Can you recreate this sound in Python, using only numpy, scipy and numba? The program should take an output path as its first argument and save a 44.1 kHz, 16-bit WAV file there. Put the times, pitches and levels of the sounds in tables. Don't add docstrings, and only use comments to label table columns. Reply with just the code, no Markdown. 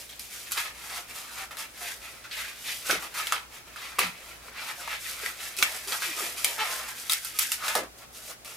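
import sys
import numpy as np
from scipy import signal
from scipy.fft import rfft, irfft
from scipy.io import wavfile
from scipy.ndimage import uniform_filter1d
from numba import njit

SR = 44100
rng = np.random.default_rng(int(sys.argv[2]) if len(sys.argv) > 2 else 0)


def generate_wav(sig):
    pcm = np.round(np.clip(np.atleast_2d(sig).T, -1, 1) * 32767).astype(np.int16)
    wavfile.write(sys.argv[1], SR, pcm)


N = 377496


def undb(db):
    return 10 ** (np.asarray(db) / 20)


def unit(x):
    return x / np.sqrt(np.mean(x ** 2))


@njit
def moving_band_pass(x, hz, width):
    y, band_state, low_state = np.empty(len(x)), 0., 0.
    for i in range(len(x)):
        g, damping = np.tan(np.pi * hz[i] / SR), width[i] / hz[i]
        v = (band_state + g * (x[i] - low_state)) / (1 + g * (g + damping))
        band_state = 2 * v - band_state
        low_state += 2 * g * v
        y[i] = damping * v
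    return y


def band(x, hz, width):
    moving = np.zeros(len(x))
    return moving_band_pass(x + 1e-18, hz + moving, width + moving)


def colour(x, points):
    hz, db = np.transpose(points)
    f = np.arange(N // 2 + 1) * SR / N + 1
    gain = undb(np.interp(np.log(f), np.log(hz), db))
    return irfft(rfft(x) * gain, N)


# (frequency [Hz], relative level [dB])
HISS_FLOOR = [(15, -30), (25, 3), (64, -1.5), (170, 3), (714, 4.5), (988, 1), (1330, 1), (2220, -1.5),
              (3080, -4.5), (11900, -8.5), (14400, -11), (16000, -12)]
HISS_FLOOR_DB = -52.5
# (frequency [Hz], width of the wavering part [Hz], level [dB])
HUM_TONES = [(58.8, 9.8, -62), (116.6, 33, -68), (168, 28, -78.5), (238, 23, -72.5)]


def background():
    mid = colour(rng.standard_normal(N), HISS_FLOOR)
    side = colour(rng.standard_normal(N), HISS_FLOOR)
    hiss = undb(HISS_FLOOR_DB) * unit(mid + 0.76 * side * np.array([[1], [-1]]))
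    t = np.arange(N) / SR
    hum = 0
    for hz, width, db in HUM_TONES:
        waver = unit(band(rng.standard_normal(N), hz, width))
        hum = hum + undb(db) * (np.sin(2 * np.pi * hz * t) + .5 * waver)
    return hiss + hum


# (centre [Hz], time to fall 60 dB [s], relative level [dB])
ROOM_BANDS = [(231, 0.5, -10), (730, 0.11, -4), (2060, 0.17, -1), (4670, 0.068, -8), (11400, 0.06, -10.5)]


def room(x, count=4):
    t, out = np.arange(SR // 2) / SR, 0
    place = unit(uniform_filter1d(rng.standard_normal((count, N)), size=SR // 5))
    shares = place / np.sqrt(np.sum(place ** 2, axis=0))
    for share in shares:
        tail = 0
        for hz, t60, db in ROOM_BANDS:
            white = rng.standard_normal((2, len(t)))
            noise = np.array([band(band(n, hz, 1.6 * hz), hz, 0.94 * hz) for n in white])
            fade = (1 - np.exp(-t / 0.00057)) * undb(-60 * t / t60)
            tail = tail + undb(db) * noise * fade / np.sqrt(np.sum(fade ** 2))
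        out = out + signal.oaconvolve((share * x)[None], tail, axes=1)[:, :N]
    return out


# (start [s], pitch at start [Hz], pitch at end [Hz], length [s], level [dB])
GRIP_SLACKENING = (7.6, 1400, 1020, 0.1, -39)


def slackening():
    start, hz0, hz1, length, db = GRIP_SLACKENING
    out, u = np.zeros(N), np.linspace(0, 1, int(length * SR))
    hz = hz0 * (hz1 / hz0) ** u
    ring = unit(band(band(rng.standard_normal(len(u)), hz, .25 * hz), hz, .4 * hz))
    i = int(start * SR)
    out[i:i + len(u)] = undb(db) * ring * np.sin(np.pi * u) ** .7
    return out


# (start [s], pitch at start [Hz], pitch at end [Hz], length [s], starting level [dB])
SLACK_SAGS = [(2.893, 620, 280, 0.093, -30.5), (3.983, 660, 210, 0.084, -35), (5.626, 300, 80, 0.018, -40),
              (7.754, 700, 200, 0.12, -32.5)]


def sags():
    out = np.zeros(N)
    for start, hz0, hz1, length, db in SLACK_SAGS:
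        u = np.linspace(0, 1, int(length * SR))
        hz = hz0 * (hz1 / hz0) ** u
        ring = unit(band(band(rng.standard_normal(len(u)), hz, .5 * hz), hz, 1.4 * hz))
        swell = np.minimum(30 * u, 1) * (1 - u ** 4)
        i = int(start * SR)
        out[i:i + len(u)] += undb(db - 14 * u) * ring * swell
    return out


# (start [s], end [s], pitch at start [Hz], pitch at end [Hz], middle level before wavering [dB])
PITCHED_SQUEAKS = [(0.093, 0.124, 3250, 3400, -51), (0.535, 0.598, 1250, 1260, -46),
                   (0.917, 1.012, 783, 700, -49.5), (1.394, 1.445, 774, 770, -47),
                   (1.809, 1.862, 718, 700, -47.5), (2.94, 2.995, 202, 170, -47.5),
                   (3.021, 3.06, 1205, 1200, -48.5), (3.186, 3.235, 1266, 1260, -38.5),
                   (3.999, 4.036, 510, 500, -41), (4.035, 4.1, 194, 169, -43),
                   (4.778, 4.806, 698, 700, -47.5), (5.231, 5.246, 460, 380, -44),
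                   (5.581, 5.633, 388, 370, -48), (5.865, 5.913, 373, 430, -49.5),
                   (6.064, 6.127, 376, 290, -47.5), (6.178, 6.212, 1217, 1250, -40),
                   (6.202, 6.243, 520, 310, -45), (6.58, 6.645, 868, 850, -36.5),
                   (6.582, 6.611, 1320, 1310, -40), (6.635, 6.699, 757, 660, -46),
                   (6.675, 6.81, 1050, 1050, -43.5), (7.34, 7.39, 1260, 1240, -47.5)]


def squeaks():
    out = np.zeros(N)
    for t0, t1, hz0, hz1, db in PITCHED_SQUEAKS:
        i = np.arange(int(t0 * SR), int(t1 * SR))
        waver = unit(uniform_filter1d(rng.standard_normal((2, len(i))), size=200))
        hz = np.linspace(hz0, hz1, len(i)) * (1 + 0.006 * waver[0])
        phase = 2 * np.pi * np.cumsum(hz) / SR
        level = undb(db + 4.5 * waver[1]) * np.hanning(len(i)) ** 0.14
        out[i] += level * (np.sin(phase) + 0.05 * np.sin(2 * phase))
    return out


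# (frequency [Hz], width before hand damping [Hz], base level [dB])
BUBBLE_MODES = [(378, 29, -38), (674, 310, -15), (829, 32, 0), (1345, 144, 4.5), (1558, 128, 4),
                (2390, 860, 0), (2856, 69, 0.5), (3590, 1670, 0)]


def bubbles(x):
    return sum((-1) ** k * undb(db) * band(x, hz, width) for k, (hz, width, db) in enumerate(BUBBLE_MODES))


# (start [s], end [s], slip rate at start [Hz], rate at end [Hz],
# level driving the bubbles [dB])
STICK_SLIP_CREAKS = [(0.56, 0.604, 630, 660, -37), (5.916, 5.954, 659, 640, -33),
                     (6.584, 6.64, 436, 436, -27)]


def creaks():
    pulses = np.zeros(N)
    for t0, t1, hz0, hz1, db in STICK_SLIP_CREAKS:
        i = np.arange(int(t0 * SR), int(t1 * SR))
        wobble = unit(uniform_filter1d(rng.standard_normal(len(i)), size=100))
        rate = np.linspace(hz0, hz1, len(i)) * (1 + 0.02 * wobble)
        cycle = np.cumsum(rate) / SR % 1
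        slip = np.exp(-cycle / 0.076)
        pulses[i] += undb(db) * np.hanning(len(i)) ** 0.29 * unit(slip - slip.mean())
    return bubbles(pulses)


# (time [s], peak level before panning [dB], ring pitch [Hz],
# crack against ring [dB], bubble modes against ring [dB], time for the driving burst to fall 17 dB [ms])
RUBBER_SNAPS = [(0.0923, -36, 3330, -1, -11, 4), (0.195, -24, 4900, 2, -11, 3.3),
                (0.5106, -25.5, 4820, 5, -4, 2.7), (0.5195, -14, 1260, 21, -5.5, 3.3),
                (0.8992, -30, 1310, -6, 6, 4.3), (1.509, -35, 1300, -8, -2, 3),
                (1.57, -26.5, 1390, 3, 2, 3.5), (2.241, -36, 2500, -5, 0, 3),
                (2.3117, -34, 3000, -10, 0, 4.6), (2.8957, -19, 1540, -15, -9, 4.3),
                (2.9013, -11.5, 1510, -19, -11, 2.4), (2.9098, -9.5, 2100, 0, 9, 4),
                (3.024, -27, 1220, 5, -2, 3.3), (3.14, -29, 1360, 12, 6, 3),
                (3.2698, -18, 2550, -1, 4, 2.2), (3.323, -8.5, 1250, -4.5, 0, 1.3),
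                (3.7598, -29, 1300, -24, -25, 7.8), (3.986, -14.5, 1240, -12, -17, 9),
                (3.9905, -7.5, 2540, -0.5, -6, 7.7), (4.876, -26, 1050, -22, -10, 6.6),
                (5.2608, -17.5, 1870, -8, -5, 2.9), (5.5668, -23, 4730, 8, -14, 3),
                (5.5872, -20, 2560, -1, -5, 3), (5.626, -2, 2100, -24, 2.5, 2.2),
                (5.874, -28, 4100, 7, -14, 3), (5.922, -18, 1290, -13, 21, 3.4),
                (6.4451, -3, 2260, 1.5, -0.5, 3), (7.0962, -11.5, 3800, -3, -5.5, 4.8),
                (7.1202, -8, 4700, 5, -17, 3.6), (7.1334, -7, 4700, 10, -7, 2),
                (7.248, -20, 5000, 15, 2, 3), (7.3884, -11.5, 4800, 4, -5, 4.8),
                (7.3924, -8, 3540, 13, -4, 3.5), (7.427, -15, 4760, 13, -2, 3),
                (7.5184, -8, 2700, 7.5, -2, 2.2), (7.681, -17, 2410, -5, 11, 2.8),
                (7.7526, -10, 845, 5, 3, 5.4), (8.4473, -31, 2200, 9, 1, 4.8)]
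SNAP_PAN_DB = 2


def snaps():
    out, t = np.zeros((2, N + SR)), np.arange(int(.05 * SR)) / SR
    for start, db, hz, crack_db, modes_db, ms in RUBBER_SNAPS:
        noise = rng.standard_normal(len(t))
        burst = noise * abs(noise) ** 0.21 * np.exp(-t * 2000 / ms)
        ring = band(band(burst, hz, 0.16 * hz), hz, 0.98 * hz)
        modes = bubbles(burst)
        crack = band(band(burst, 10100.0, 8400.0), 11500.0, 10400.0)
        parts = (0, ring), (modes_db, modes), (crack_db, crack)
        snap = sum(undb(d) * part / abs(part).max() for d, part in parts)
        pan_db = SNAP_PAN_DB * rng.standard_normal()
        sides_db = db + np.array([[pan_db], [-pan_db]]) / 2
        i = int(start * SR)
        out[:, i:i + len(t)] += undb(sides_db) * snap / abs(snap).max()
    return out[:, :N]


SLIPS_PER_S, SLIP_SPREAD_DB = 2500, 3


def slips():
    hit = rng.random(N) < SLIPS_PER_S / SR
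    size_db = SLIP_SPREAD_DB * np.minimum(rng.exponential(size=N), 3.5)
    size = undb(size_db) * rng.choice([-1, 1], N)
    stutter_db = unit(uniform_filter1d(uniform_filter1d(rng.standard_normal(N), size=300), size=300))
    return (unit(hit * size) + 0.95 * rng.standard_normal(N)) * undb(stutter_db)


HAND_DAMPING = 1.7
SQUEEZE_SHIFT, SQUEEZE_DB = 0.035, 2.5


def kneaded(x):
    out, knots = 0, np.arange(0, N + 1500, 1500)
    for k, (hz, width, db) in enumerate(BUBBLE_MODES):
        shift, swell = (np.interp(np.arange(N), knots, r) for r in rng.standard_normal((2, len(knots))))
        moving_hz = hz * (1 + SQUEEZE_SHIFT * shift)
        level = undb(db + SQUEEZE_DB * swell)
        out = out + (-1) ** k * level * band(x, moving_hz, HAND_DAMPING * width)
    return out


HOLD_S = 0.032


def sticking():
    time, before = np.arange(N) / SR, 0
    for snap_time, *_ in RUBBER_SNAPS:
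        start = max(snap_time - HOLD_S, before + 0.0092)
        time[int(start * SR):int(snap_time * SR)] = start
        before = snap_time
    return time


STROKE_DROP_DB, STROKE_ROUND = 20, 1.39
AFTER_RUB_DB, AFTER_SLIDE_DB, AFTER_S = -28, -18.5, 0.035
# (strongest at [s], rise [s], fall [s], latex on latex [dB], fingers on skin [dB],
# slack low body [dB], ring centre [Hz], low body centre [Hz])
HAND_STROKES = [(0.0, 0.011, 0.098, -52, -41.5, -59, 2480.0, 590.0),
                (0.088, 0.032, 0.14, -48, -47.0, -64.0, 3580.0, 600.0),
                (0.2, 0.008, 0.15, -50.0, -42.5, -68, 2500.0, 450.0),
                (0.34, 0.081, 0.33, -45.5, -42.0, -58.5, 2170, 480.0),
                (0.526, 0.062, 0.1, -40.5, -35.5, -59, 1900.0, 840.0),
                (0.579, 0.025, 0.1, -30, -32.5, -46.5, 1800.0, 1000.0),
                (0.657, 0.039, 0.076, -39.5, -43, -49.5, 2230.0, 810.0),
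                (0.972, 0.3, 0.099, -38.5, -40.5, -50.5, 2200, 850.0),
                (1.101, 0.038, 0.082, -47, -44, -55, 2020.0, 643),
                (1.168, 0.05, 0.16, -42, -40.5, -55, 2310.0, 810.0),
                (1.422, 0.24, 0.057, -40, -41.0, -53, 1650, 910.0),
                (1.519, 0.025, 0.033, -43.5, -46, -47.5, 1710.0, 740.0),
                (1.6, 0.062, 0.095, -38.5, -39, -53, 1690.0, 860.0),
                (1.828, 0.06, 0.046, -42, -42.0, -51, 1930, 800.0),
                (1.891, 0.186, 0.13, -41, -39.5, -52.0, 2220.0, 690.0),
                (2.048, 0.084, 0.28, -46.5, -48.0, -58, 1950.0, 630.0),
                (2.246, 0.011, 0.067, -43.5, -53.5, -65, 1990.0, 620.0),
                (2.328, 0.036, 0.063, -36.5, -46, -58.0, 3220, 560.0),
                (2.381, 0.063, 0.24, -36.5, -40.0, -56, 2160, 685),
                (2.692, 0.048, 0.05, -33.0, -52.5, -61, 2790.0, 640.0),
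                (2.702, 0.17, 0.244, -41.5, -38, -54, 2800.0, 700.0),
                (2.865, 0.028, 0.04, -39.5, -35.0, -62, 1600.0, 600.0),
                (2.921, 0.066, 0.074, -25.5, -30.5, -35.5, 1650, 533),
                (3.039, 0.1, 0.069, -40, -41, -47.5, 1440.0, 656),
                (3.186, 0.081, 0.1, -33.5, -34.5, -49, 1660, 760),
                (3.274, 0.024, 0.051, -34.5, -39.5, -52, 1950.0, 730.0),
                (3.325, 0.009, 0.11, -30.5, -38.5, -41, 1270.0, 940.0),
                (3.547, 0.063, 0.1, -48.5, -49.0, -60, 1780.0, 740.0),
                (3.682, 0.042, 0.043, -50.5, -54.5, -61.0, 1480.0, 730.0),
                (3.836, 0.16, 0.219, -39.5, -46.5, -52.0, 2190.0, 880.0),
                (3.994, 0.028, 0.12, -27.5, -31.5, -35.5, 2000, 800.0),
                (4.293, 0.35, 0.19, -48.5, -51, -57.5, 1960, 610.0),
                (4.487, 0.14, 0.026, -48, -52, -54.0, 1470.0, 578),
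                (4.618, 0.075, 0.042, -35.0, -58, -66, 1690.0, 780.0),
                (4.702, 0.2, 0.063, -37.0, -42.0, -47, 1600.0, 816),
                (4.804, 0.079, 0.079, -42.5, -42.0, -52, 1890.0, 700.0),
                (4.937, 0.15, 0.062, -36.0, -42.5, -49, 1963, 850.0),
                (5.108, 0.219, 0.077, -40, -37.5, -59.5, 2340.0, 530.0),
                (5.267, 0.2, 0.11, -37.0, -38.5, -49, 2080, 640.0),
                (5.443, 0.12, 0.16, -41.0, -39, -52.5, 2200, 784),
                (5.581, 0.02, 0.064, -44.0, -32.0, -59.0, 2740.0, 450.0),
                (5.62, 0.05, 0.21, -31.5, -34, -43, 2180, 846),
                (5.75, 0.053, 0.13, -51, -37.5, -52, 2150.0, 641),
                (5.882, 0.02, 0.054, -42, -38, -51, 2320.0, 460.0),
                (5.925, 0.01, 0.05, -37, -38, -39, 1400.0, 700.0),
                (5.948, 0.15, 0.085, -37.5, -33.5, -45.0, 1450, 800),
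                (6.027, 0.031, 0.05, -29.5, -34.5, -52.0, 2240, 700.0),
                (6.06, 0.11, 0.16, -36, -35.0, -48.5, 2220.0, 706),
                (6.195, 0.03, 0.039, -40, -37, -50, 2000.0, 550.0),
                (6.229, 0.14, 0.177, -36.5, -33, -42, 2180, 610.0),
                (6.378, 0.022, 0.098, -40.5, -36.5, -57.0, 2110.0, 670.0),
                (6.469, 0.11, 0.19, -37.5, -33, -42.5, 2370, 690.0),
                (6.606, 0.035, 0.098, -32.0, -39, -41, 2300, 955),
                (6.717, 0.15, 0.224, -36, -34.5, -44.5, 1490, 720.0),
                (6.887, 0.033, 0.092, -41, -39, -50, 1560.0, 1060.0),
                (6.993, 0.089, 0.399, -46.5, -42, -60.0, 2140, 690.0),
                (7.106, 0.019, 0.12, -32.5, -28, -65, 2000.0, 690.0),
                (7.255, 0.066, 0.12, -41, -36.5, -65, 2000.0, 600.0),
                (7.399, 0.059, 0.161, -36.5, -28.5, -57, 2000.0, 740.0),
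                (7.526, 0.024, 0.064, -39.5, -29.5, -65, 2000.0, 850.0),
                (7.69, 0.1, 0.065, -28.5, -31, -40, 1870, 810.0),
                (7.76, 0.037, 0.072, -29, -31, -29, 1290.0, 694),
                (7.83, 0.04, 0.071, -49, -53, -42, 1100.0, 500.0),
                (7.987, 0.02, 0.05, -56, -51, -61, 1570.0, 610.0),
                (8.036, 0.087, 0.033, -52.0, -54.5, -54, 1670.0, 690.0),
                (8.159, 0.041, 0.14, -52.0, -46.0, -64, 2350.0, 560.0),
                (8.3, 0.02, 0.034, -45, -50, -48, 1500.0, 690.0),
                (8.307, 0.16, 0.05, -48.5, -41.5, -56.0, 1970.0, 610.0),
                (8.455, 0.011, 0.45, -48.5, -45.0, -55.5, 2050.0, 600.0)]


def strokes(step=64):
    time = sticking()[::step]
    top, rise, fall, rub_db, slide_db, low_db, hz, low_hz = np.transpose(HAND_STROKES)
    late = time - top[:, None]
    away = np.where(late < 0, -late / rise[:, None], late / fall[:, None])
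    drop_db = np.minimum(STROKE_DROP_DB * away ** STROKE_ROUND, 200)
    power = undb(-2 * drop_db)
    rub, slide, low = (undb(2 * db) @ power for db in (rub_db, slide_db, low_db))
    ring_centre = undb(2 * rub_db) * hz @ power / rub
    low_centre = undb(2 * low_db) * low_hz @ power / low

    snap_time, snap_db = np.array(RUBBER_SNAPS)[:, :2].T
    since = time - snap_time[:, None]
    fading = (since >= 0) * undb(-2 * STROKE_DROP_DB * abs(since) / AFTER_S)
    after = undb(2 * snap_db) @ fading
    rub = rub + undb(2 * AFTER_RUB_DB) * after
    slide = slide + undb(2 * AFTER_SLIDE_DB) * after
    curves = rub ** .5, slide ** .5, low ** .5, ring_centre, low_centre
    return [np.interp(np.arange(N), np.arange(0, N, step), curve) for curve in curves]


# (frequency [Hz], relative level [dB])
FINGER_HISS = [(1760, -24), (3000, -2.5), (3680, -2), (4290, -3), (4630, 0.5), (8000, -0.5), (10900, 0),
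               (15100, -5.5), (16000, -47.5)]


def rubbing():
    rub, slide, slack, hz, low_hz = strokes()
    x = slips()
    modes = unit(band(band(kneaded(x), hz, 1.76 * hz), hz, 1.14 * hz))
    broad = unit(band(band(x, 2750.0, 3800.0), 2430.0, 3800.0))
    ring = unit(modes + 0.46 * broad)
    low = unit(band(band(x, low_hz, 0.63 * low_hz), low_hz, 2.8 * low_hz))
    hiss = unit(colour(slips(), FINGER_HISS))
    return rub * ring + slack * low + slide * hiss


def scene():
    balloon = rubbing() + creaks() + squeaks() + sags() + slackening() + snaps()
    return balloon + room(balloon.mean(axis=0)) + background()


@njit
def follow(x, attack, release):
    level, y = 0., np.empty(len(x))
    for i in range(len(x)):
        level += (x[i] - level) * (attack if x[i] > level else release)
        y[i] = level
    return y


GAIN_KNEE_DB, GAIN_RATIO = -28, 1.214
GAIN_ATTACK_S, GAIN_RELEASE_S = 0.0068, 0.076
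CEILING, TOP_HZ = .75, 15900
# (frequency [Hz], gain of the left-right difference [dB])
STEREO_WIDTH = [(60, 2), (500, -1.5), (2000, 1.5), (5000, 6.5), (9000, 5.5), (14000, 7)]


def record(dry):
    mid, side = (dry[0] + dry[1]) / 2, colour(dry[0] - dry[1], STEREO_WIDTH) / 2
    wide = np.array([mid + side, mid - side])
    loud = follow(abs(wide).max(axis=0), 1 / (GAIN_ATTACK_S * SR), 1 / (GAIN_RELEASE_S * SR))
    gain = np.maximum(loud / undb(GAIN_KNEE_DB), 1) ** (1 / GAIN_RATIO - 1)
    rounded = CEILING * np.tanh(wide * gain / CEILING)
    top_cut = signal.ellip(10, .2, 70, TOP_HZ, fs=SR, output="sos")
    return signal.sosfilt(top_cut, rounded)


dry = scene()
out = record(dry)
generate_wav(out)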